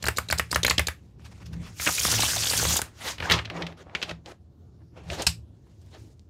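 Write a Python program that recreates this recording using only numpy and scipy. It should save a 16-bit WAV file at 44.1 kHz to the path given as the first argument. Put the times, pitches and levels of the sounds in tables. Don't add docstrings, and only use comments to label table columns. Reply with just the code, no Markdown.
import sys
import numpy as np
from scipy import signal
from scipy.io import wavfile
from scipy.ndimage import uniform_filter1d

SR = 44100
rng = np.random.default_rng(int(sys.argv[2]) if len(sys.argv) > 2 else 0)


def decibels_to_gain(level_db):
    exponent = np.asarray(level_db, float) / 20
    return 10 ** exponent


def to_wav(sig):
    pcm = np.clip(np.atleast_2d(sig), -1, 1) * 32767
    pcm = np.round(pcm).astype(np.int16)
    wavfile.write(sys.argv[1], SR, pcm.T)


N = 277551

# frequency in Hz, relative density in dB per Hz.
HUM_SPECTRUM = [(30, -39.5), (79, -9.5), (98, -9), (145, -19.5), (287, -25.5), (364, -23.5), (449, -40),
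                (499, -36), (1160, -50), (2200, -61), (4000, -55.5), (6600, -58.5), (8300, -67),
                (16000, -70)]
# frequency in Hz, relative density in dB per Hz.
RUBBING_SPECTRUM = [(130, -21.5), (220, 3.5), (451, 3.5), (1550, 5.5), (3360, 3.5), (6530, 1),
                    (16000, -17.5)]
# start of full level in seconds, hold in seconds,
# climb in seconds for its last 20 dB (anything under 0.012 counts as 0.012), level in dB, treble share in dB.
SLIDING_STROKES = [(0.01, 0.72, 0.6, -59.5, -8), (1.195, 0.8, -0.27, -62, -11.5),
                   (1.247, 0.02, -0.09, -53, -12), (1.315, 0.014, -0.25, -52, -15),
                   (1.406, 0.025, -0.09, -55, -19), (1.461, 0.0068, -0.09, -52, -4),
                   (1.53, 0.012, -0.03, -46, -12.5), (1.639, 0.033, 0.06, -50.5, -13.5),
                   (1.819, 0.24, 0.0459, -30.5, 6), (2.065, 0.715, 0.0147, -28.5, 3),
                   (2.812, 0.042, 0.15, -48, -19), (3.048, 0.064, 0.0672, -32.5, -9),
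                   (3.24, 0.025, 0.06, -36, -17.5), (3.3, 0.053, 0.0835, -27.5, -25),
                   (3.515, 0.025, 0.03, -46.5, -34), (3.567, 0.051, 0.11, -39, -29),
                   (3.671, 0.06, -0.11, -52, -29), (3.775, 0.054, -0.45, -53.5, -19.5),
                   (3.947, 0.0063, 0.3, -55, -34), (3.962, 0.12, -0.26, -49.5, -19),
                   (4.082, 0.035, -0.0541, -39.5, -22), (4.261, 0.06, -0.0742, -49.5, -17.5),
                   (4.791, 0.034, -0.23, -65, -38), (4.969, 0.054, 0.03, -52, -26),
                   (5.035, 0.088, 0.03, -58, -18), (5.129, 0.018, 0.0547, -37, -15),
                   (5.191, 0.032, 0.06, -35, -18.5), (5.664, 0.075, 0, -72.5, -12),
                   (5.944, 0.025, 0.03, -50, -19.5), (5.977, 0.029, 0.3, -61.5, -4)]
# slip in seconds, slap in seconds, slip level in dB, slap level in dB, air pocket of the slap in Hz.
RIFFLED_CARDS = [(0.025, 0.0406, -23, -17.5, 1660), (0.054, 0.066, -21.5, -15, 990),
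                 (0.07, 0.084, -16.5, -7.5, 1557), (0.17, 0.184, -16.5, -10, 1189),
                 (0.286, 0.3013, -23.5, -15.5, 1640), (0.309, 0.3254, -14.5, -8.5, 1526),
                 (0.383, 0.396, -17, -7.5, 1664), (0.513, 0.528, -16.5, -12, 1122),
                 (0.545, 0.559, -13.5, -7.5, 1456), (0.631, 0.648, -11.5, -4, 2250),
                 (0.664, 0.68, -9.5, -12, 1765), (0.697, 0.709, -8.5, -8.5, 2015),
                 (0.78, 0.794, -7, -8.5, 1759), (0.869, 0.884, -13.5, -14.5, 1892)]
# start in seconds, level in dB.
THUMB_DRAGS = [(0.162, -29.5), (0.285, -32), (0.3775, -27), (0.508, -32)]
# strongest moment in seconds, low boom level in dB, upper boom level in dB.
HAND_PUSHES = [(0.059, -31.5, -45.5), (0.35, -34, -42), (0.6, -32.5, -39), (0.8, -30, -40),
               (1.25, -45, -52.5), (1.57, -36, -35), (1.88, -40, -44.5), (2.17, -30, -49),
               (2.4, -37, -44.5), (2.679, -29, -36), (3.34, -30, -34.5), (3.62, -47.5, -34.5),
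               (4.129, -44, -43), (5.119, -39.5, -41.5), (5.285, -33, -40)]
# frequency in Hz, width in Hz of the first of two resonators (the second is twice as wide), level in dB.
TABLE_LOW_MODES = [(75, 18, 4), (82.6, 96, -6.5), (109.55, 7.7, 4)]
# start in seconds, level in dB, air pocket in Hz, crack in dB relative to that level.
KNOCKS = [(1.196, -47, 1300, -18), (1.533, -37, 3320, -1), (1.798, -22.5, 1747, -28),
          (1.865, -14.5, 1710, -21), (1.872, -6.5, 2028, -18.5), (1.888, -16, 873, -9),
          (2.817, -21, 1485, 11), (3.183, -26.5, 2390, -14.5), (3.202, -17.5, 2356, -21),
          (3.225, -20.5, 1500, -31.5), (3.299, -8.5, 2212, -16), (3.311, -9, 1800, -7.5),
          (3.319, -3, 3440, -11), (3.337, -10, 2980, -39), (3.38, -23.5, 2777, -21.5),
          (3.389, -16.5, 2000, -34.5), (3.449, -30, 2150, -18), (3.454, -23.5, 2733, -24),
          (3.476, -35, 1505, -37.5), (3.5, -21.5, 2010, -21), (3.573, -31, 1900, -29.5),
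          (3.622, -20.5, 2500, -22), (3.667, -22, 2827, -17), (3.725, -37, 1800, -17),
          (3.869, -38.5, 636, -38), (3.897, -38, 1640, -45), (3.95, -14.5, 2260, -24.5),
          (4.017, -21.5, 2577, -32), (4.027, -14, 2886, -16.5), (4.094, -21, 2623, -19),
          (4.111, -25.5, 2208, -30), (4.26, -29, 3315, -21.5), (5.101, -21.5, 2454, -24),
          (5.221, -17, 6015, -7), (5.67, -54, 800, -11.5), (5.816, -53, 5030, -24.5),
          (5.863, -51.5, 5970, -22.5), (5.949, -37.5, 3400, -15), (5.972, -50, 2200, -21),
          (6.195, -42.5, 4500, -12)]
# start in seconds, level in dB, air pocket in Hz.
CLEAR_WHISTLES = [(1.98, -17.5, 2414), (1.995, -15, 6590), (2.114, -13.5, 5800), (2.204, -14, 6000),
                  (2.221, -11, 3900), (2.471, -14, 4830), (2.498, -12.5, 4630), (2.574, -10, 6380),
                  (2.765, -10, 7500)]
# start in seconds, level in dB, air pocket in Hz.
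CLEAR_FLAPS = [(2.052, -11.5, 1060), (2.084, -27, 502), (2.128, -20, 894), (2.14, -21, 1300),
               (2.193, -23, 551), (2.234, -18, 692), (2.333, -23.5, 1500), (2.367, -25.5, 599),
               (2.467, -24.5, 1240), (2.534, -19, 1400), (2.597, -21.5, 1000), (2.629, -23.5, 521),
               (2.652, -14.5, 1164), (2.707, -22, 801), (2.76, -22, 803), (2.793, -18, 740)]
# frequency in Hz, level in dB.
DECK_MODES = [(845, -9), (1600, -7.5), (2520, -2), (4270, -0.5), (5120, 2.5), (6700, -5), (8000, -3)]


def rms_one(x):
    return x / np.sqrt(np.mean(x ** 2) + 1e-20)


def drift(rate_hz):
    pole = np.exp(-40 * np.pi * rate_hz / SR)
    noise = rng.standard_normal(N // 20 + 2002)
    slow = signal.lfilter([1], [1, -2 * pole, pole * pole], noise)[2000:]
    return np.interp(np.arange(N) / 20, np.arange(len(slow)), rms_one(slow))


def resonance(x, hz, width_hz):
    r = np.exp(-np.pi * width_hz / SR)
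    feedback = [1, -2 * r * np.cos(2 * np.pi * hz / SR), r * r]
    return signal.lfilter([(1 - r * r) / 2, 0, (r * r - 1) / 2], feedback, x)


def band(x, low_hz, high_hz):
    edges = [low_hz, min(high_hz, SR * .45)]
    return signal.sosfilt(signal.butter(2, edges, "band", fs=SR, output="sos"), x)


def coloured(white, spectrum, tilt, patchy_db, rate_hz):
    out, power = 0, 0
    edges = 28 * 2 ** (np.arange(29) / 3)
    together = drift(rate_hz)
    at_hz, density_db = np.transpose(spectrum)
    for k, (low, high) in enumerate(zip(edges, edges[1:])):
        hz = np.sqrt(low * high)
        slope_db = tilt * max(np.log2(hz / 1800), -.7)
        gain = decibels_to_gain(np.interp(np.log(hz), np.log(at_hz), density_db) + slope_db)
        flicker = decibels_to_gain(patchy_db * (0.77 * together + drift(rate_hz)))
        out = out + gain * flicker * band(white[k % 2], low, high)
        power = power + gain ** 2 * (high - low) * 2 / SR
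    return out / np.sqrt(power)


def swell(start, hold, db, rise_s, fall_s, bend):
    start, hold, db, rise_s, fall_s = (np.asarray(v)[..., None] for v in (start, hold, db, rise_s, fall_s))
    t = np.arange(0, N, 16) / SR - start
    away = np.maximum(-t, 0) / rise_s + np.maximum(t - hold, 0) / fall_s
    return decibels_to_gain(2 * (db - 20 * away ** bend))


def fine(coarse):
    return np.interp(np.arange(N) / 16, np.arange(len(coarse)), coarse)


def snaps(rows, rise_ms_at_3k, thud_db, width, edge, ring_db=-3.0, crack_hz=3800, puff_db=-60):
    out = np.zeros(N + 2048)
    t_ms = np.arange(2048) * 1000 / SR
    squeeze = t_ms / 0.33 - 2
    puff = squeeze * np.exp(-squeeze ** 2 / 2)
    for s, level_db, hz, crack_db, fall_ms in rows:
        noise, lumps = rng.standard_normal((2, 2048))
        rise_ms = rise_ms_at_3k * (hz / 3000) ** 0.84
        fall = np.exp(-t_ms / max(fall_ms, .3))
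        lumpy = decibels_to_gain(4.5 * rms_one(band(lumps, 130, 2000)))
        burst = noise * (1 - np.exp(-(t_ms / rise_ms) ** 2)) * fall * lumpy
        burst[20] += edge
        pocket = band(burst, 0.5 * hz, 1.9 * hz)
        ring = resonance(pocket, hz, width * hz)
        card = band(pocket, 0.26 * hz, 2.6 * hz)
        crack = band(burst * fall ** 0.4, crack_hz, 13500)
        thud = band(burst, 170, 560)
        pocket_thud_db = thud_db - 3.9 * np.log2(hz / 1000)
        gains = decibels_to_gain(level_db + np.array([ring_db, -7., crack_db, pocket_thud_db, puff_db]))
        at = max(round(s * SR) - 20, 0)
        parts = [ring, card, crack, thud, puff]
        out[at:at + 2048] += sum(g * p / np.abs(p).max() for g, p in zip(gains, parts))
    return out[:N]


def hum():
    white = rng.standard_normal((2, N))
    return decibels_to_gain(-53) * coloured(white, HUM_SPECTRUM, 0, patchy_db=2.5, rate_hz=5.4)


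def slide():
    start, hold, climb, db, treble = np.transpose(SLIDING_STROKES)
    climb = np.maximum(climb, .012)
    power = swell(start, hold, db, climb, 0.7 * climb, bend=0.89)
    floor, floor_treble_db = decibels_to_gain(2 * -92), -9
    total = power.sum(axis=0) + floor
    treble_db = fine((treble @ power + floor_treble_db * floor) / total)

    snags_per_s, mean_snag, snag_s = 54, 0.25, 0.0025
    snags = (rng.random(N) < snags_per_s / SR) * rng.exponential(1, N) * mean_snag
    snags = 1 + signal.lfilter([1], [1, -np.exp(-1 / max(snag_s * SR, 2))], snags + 1e-18)
    catches = decibels_to_gain(2.6 * np.minimum(rng.exponential(1, (2, N)), 4))
    grit = rng.standard_normal((2, N)) * catches * snags

    free_treble_db = -9
    tilt = (treble_db - free_treble_db) / np.log2(11000 / 1800)
    faces = coloured(grit / grit.std(), RUBBING_SPECTRUM, tilt, patchy_db=2.5, rate_hz=18.0)
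    block = band(faces, 250, 830)
    closed = np.clip((np.arange(N) / SR - 3.4) * 10, 0, 1)
    return fine(np.sqrt(total)) * (faces + decibels_to_gain(2.5) * closed * block)


def riffle():
    mean_slip_hz, slip_crack_db, slip_ms = 4340, -19, 2.6
    slap_crack_db, slap_ms = -3, 3.65
    whistles = [(0, 1), (-5, 1.62)]
    edges = [(row[0], row[2]) for row in RIFFLED_CARDS] + THUMB_DRAGS
    bends = 1 + 0.11 * rng.standard_normal(len(edges))
    slips = [(s, db + less_db, mean_slip_hz * bend * multiple, slip_crack_db, slip_ms)
             for (s, db), bend in zip(edges, bends)
             for less_db, multiple in whistles]
    slaps = [(slap, db, hz, slap_crack_db, slap_ms) for _, slap, _, db, hz in RIFFLED_CARDS]
    return (snaps(slips, rise_ms_at_3k=1.6, thud_db=-8.0, width=0.1, edge=0.28)
            + snaps(slaps, rise_ms_at_3k=1.3, thud_db=-12.5, width=0.42, edge=4.0,
                    ring_db=-5.0, crack_hz=2490, puff_db=-16.0))


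def room(x):
    paths, t60_s, wet_db, share_rate_hz = 5, 0.17, -10, 350
    t = np.arange(SR // 2) / SR
    decay = decibels_to_gain(-60 * t / t60_s) * np.clip(t / 0.0014, 0, 1)
    tails = band(rng.standard_normal((paths, len(t))) * decay, 290, SR / 2)
    wet = sum(signal.fftconvolve(x * drift(share_rate_hz), tail)[:N] for tail in tails)
    return decibels_to_gain(wet_db) * wet / np.sqrt(np.sum(tails ** 2))


def table(blows):
    s, low_db, upper_db = np.transpose(HAND_PUSHES)

    def effort(db, rise_s, fall_s, still_db):
        pushes = swell(s, 0, db, rise_s, fall_s, bend=1.2).sum(axis=0)
        return fine(np.sqrt(pushes + decibels_to_gain(2 * still_db)))

    def even(x):
        return x / np.sqrt(uniform_filter1d(x ** 2, size=5000))

    momentum = rms_one(band(np.abs(blows), 74, 480))
    push = rng.standard_normal((2, N)) + 0.4 * momentum
    low = sum(decibels_to_gain(db) * resonance(resonance(push[0], hz, w), hz, 2 * w) for hz, w, db in TABLE_LOW_MODES)
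    upper = resonance(resonance(push[1], 166, 9.8), 166, 9.8)
    return (effort(low_db, rise_s=0.24, fall_s=0.21, still_db=-58) * even(low)
            + effort(upper_db, rise_s=0.16, fall_s=0.14, still_db=-70) * even(upper))


def taps():
    full_scale_ms, ms_per_db = 7.47, 0.16
    rows = [(*row, full_scale_ms + ms_per_db * row[1]) for row in KNOCKS]
    return snaps(rows, rise_ms_at_3k=1.7, thud_db=-11.0, width=0.49, edge=5.4)


def flurry(start, end, level_db, count, low_hz, octaves, crack_db, spread_ms):
    gap, size, pitch, length = rng.random((count, 4)).T
    when = np.cumsum(.3 + 1.4 * gap)
    when = start + (end - start) * when / when[-1]
    levels_db = level_db + 7.0 * (size - .5)
    pockets_hz = low_hz * 2 ** (octaves * pitch ** .6)
    return zip(when, levels_db, pockets_hz, np.full(count, crack_db), 0.937 + spread_ms * length)


def cascade():
    slips = flurry(start=1.84, end=2.79, level_db=-19.5, count=95,
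                   low_hz=2500, octaves=1.7, crack_db=-12.0, spread_ms=3.5)
    clear = [(*row, -8.5, 5) for row in CLEAR_WHISTLES]
    landings = flurry(start=2.06, end=2.78, level_db=-31.5, count=40,
                      low_hz=459, octaves=1.84, crack_db=-8.5, spread_ms=2.2)
    flat = [(*row, -13, 3.4) for row in CLEAR_FLAPS]
    return (snaps([*clear, *slips], rise_ms_at_3k=0.96, thud_db=-18.5, width=0.11, edge=0.81)
            + snaps([*flat, *landings], rise_ms_at_3k=0.73, thud_db=-7.0, width=1.0, edge=4.2, puff_db=-13.0))


def palm_slap():
    at_s, peak_db, rise_ms, fall_ms = 5.2655, -4, 2.5, 5
    t_ms = np.arange(2048) * 1000 / SR
    shape = (1 - np.exp(-(t_ms / rise_ms) ** 2)) * np.exp(-t_ms / fall_ms)
    push = shape * rng.standard_normal((len(DECK_MODES) + 1, 2048))
    rings = sum(decibels_to_gain(db) * rms_one(resonance(p, hz, width_hz=330)) for p, (hz, db) in zip(push, DECK_MODES))
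    crack = decibels_to_gain(-4.0) * rms_one(band(push[-1], 3800, 11000))
    slap = rings + crack
    out = np.zeros(N)
    out[round(at_s * SR):][:2048] = decibels_to_gain(peak_db) * slap / np.abs(slap).max()
    return out


def scene():
    blows = riffle() + taps() + palm_slap()
    cards = blows + cascade() + slide()
    return (cards + room(cards) + table(blows) + hum())[None]


def band_limit(x):
    return signal.sosfilt(signal.butter(12, 16820, fs=SR, output="sos"), x)


def record(dry):
    soft = 0.64 * np.tanh(dry / 0.68)
    top_cut = signal.cheby2(10, 35, 16150, fs=SR, output="sos")
    mix = signal.sosfilt(top_cut, soft)
    return band_limit(mix)


dry = scene()
out = record(dry)
to_wav(out)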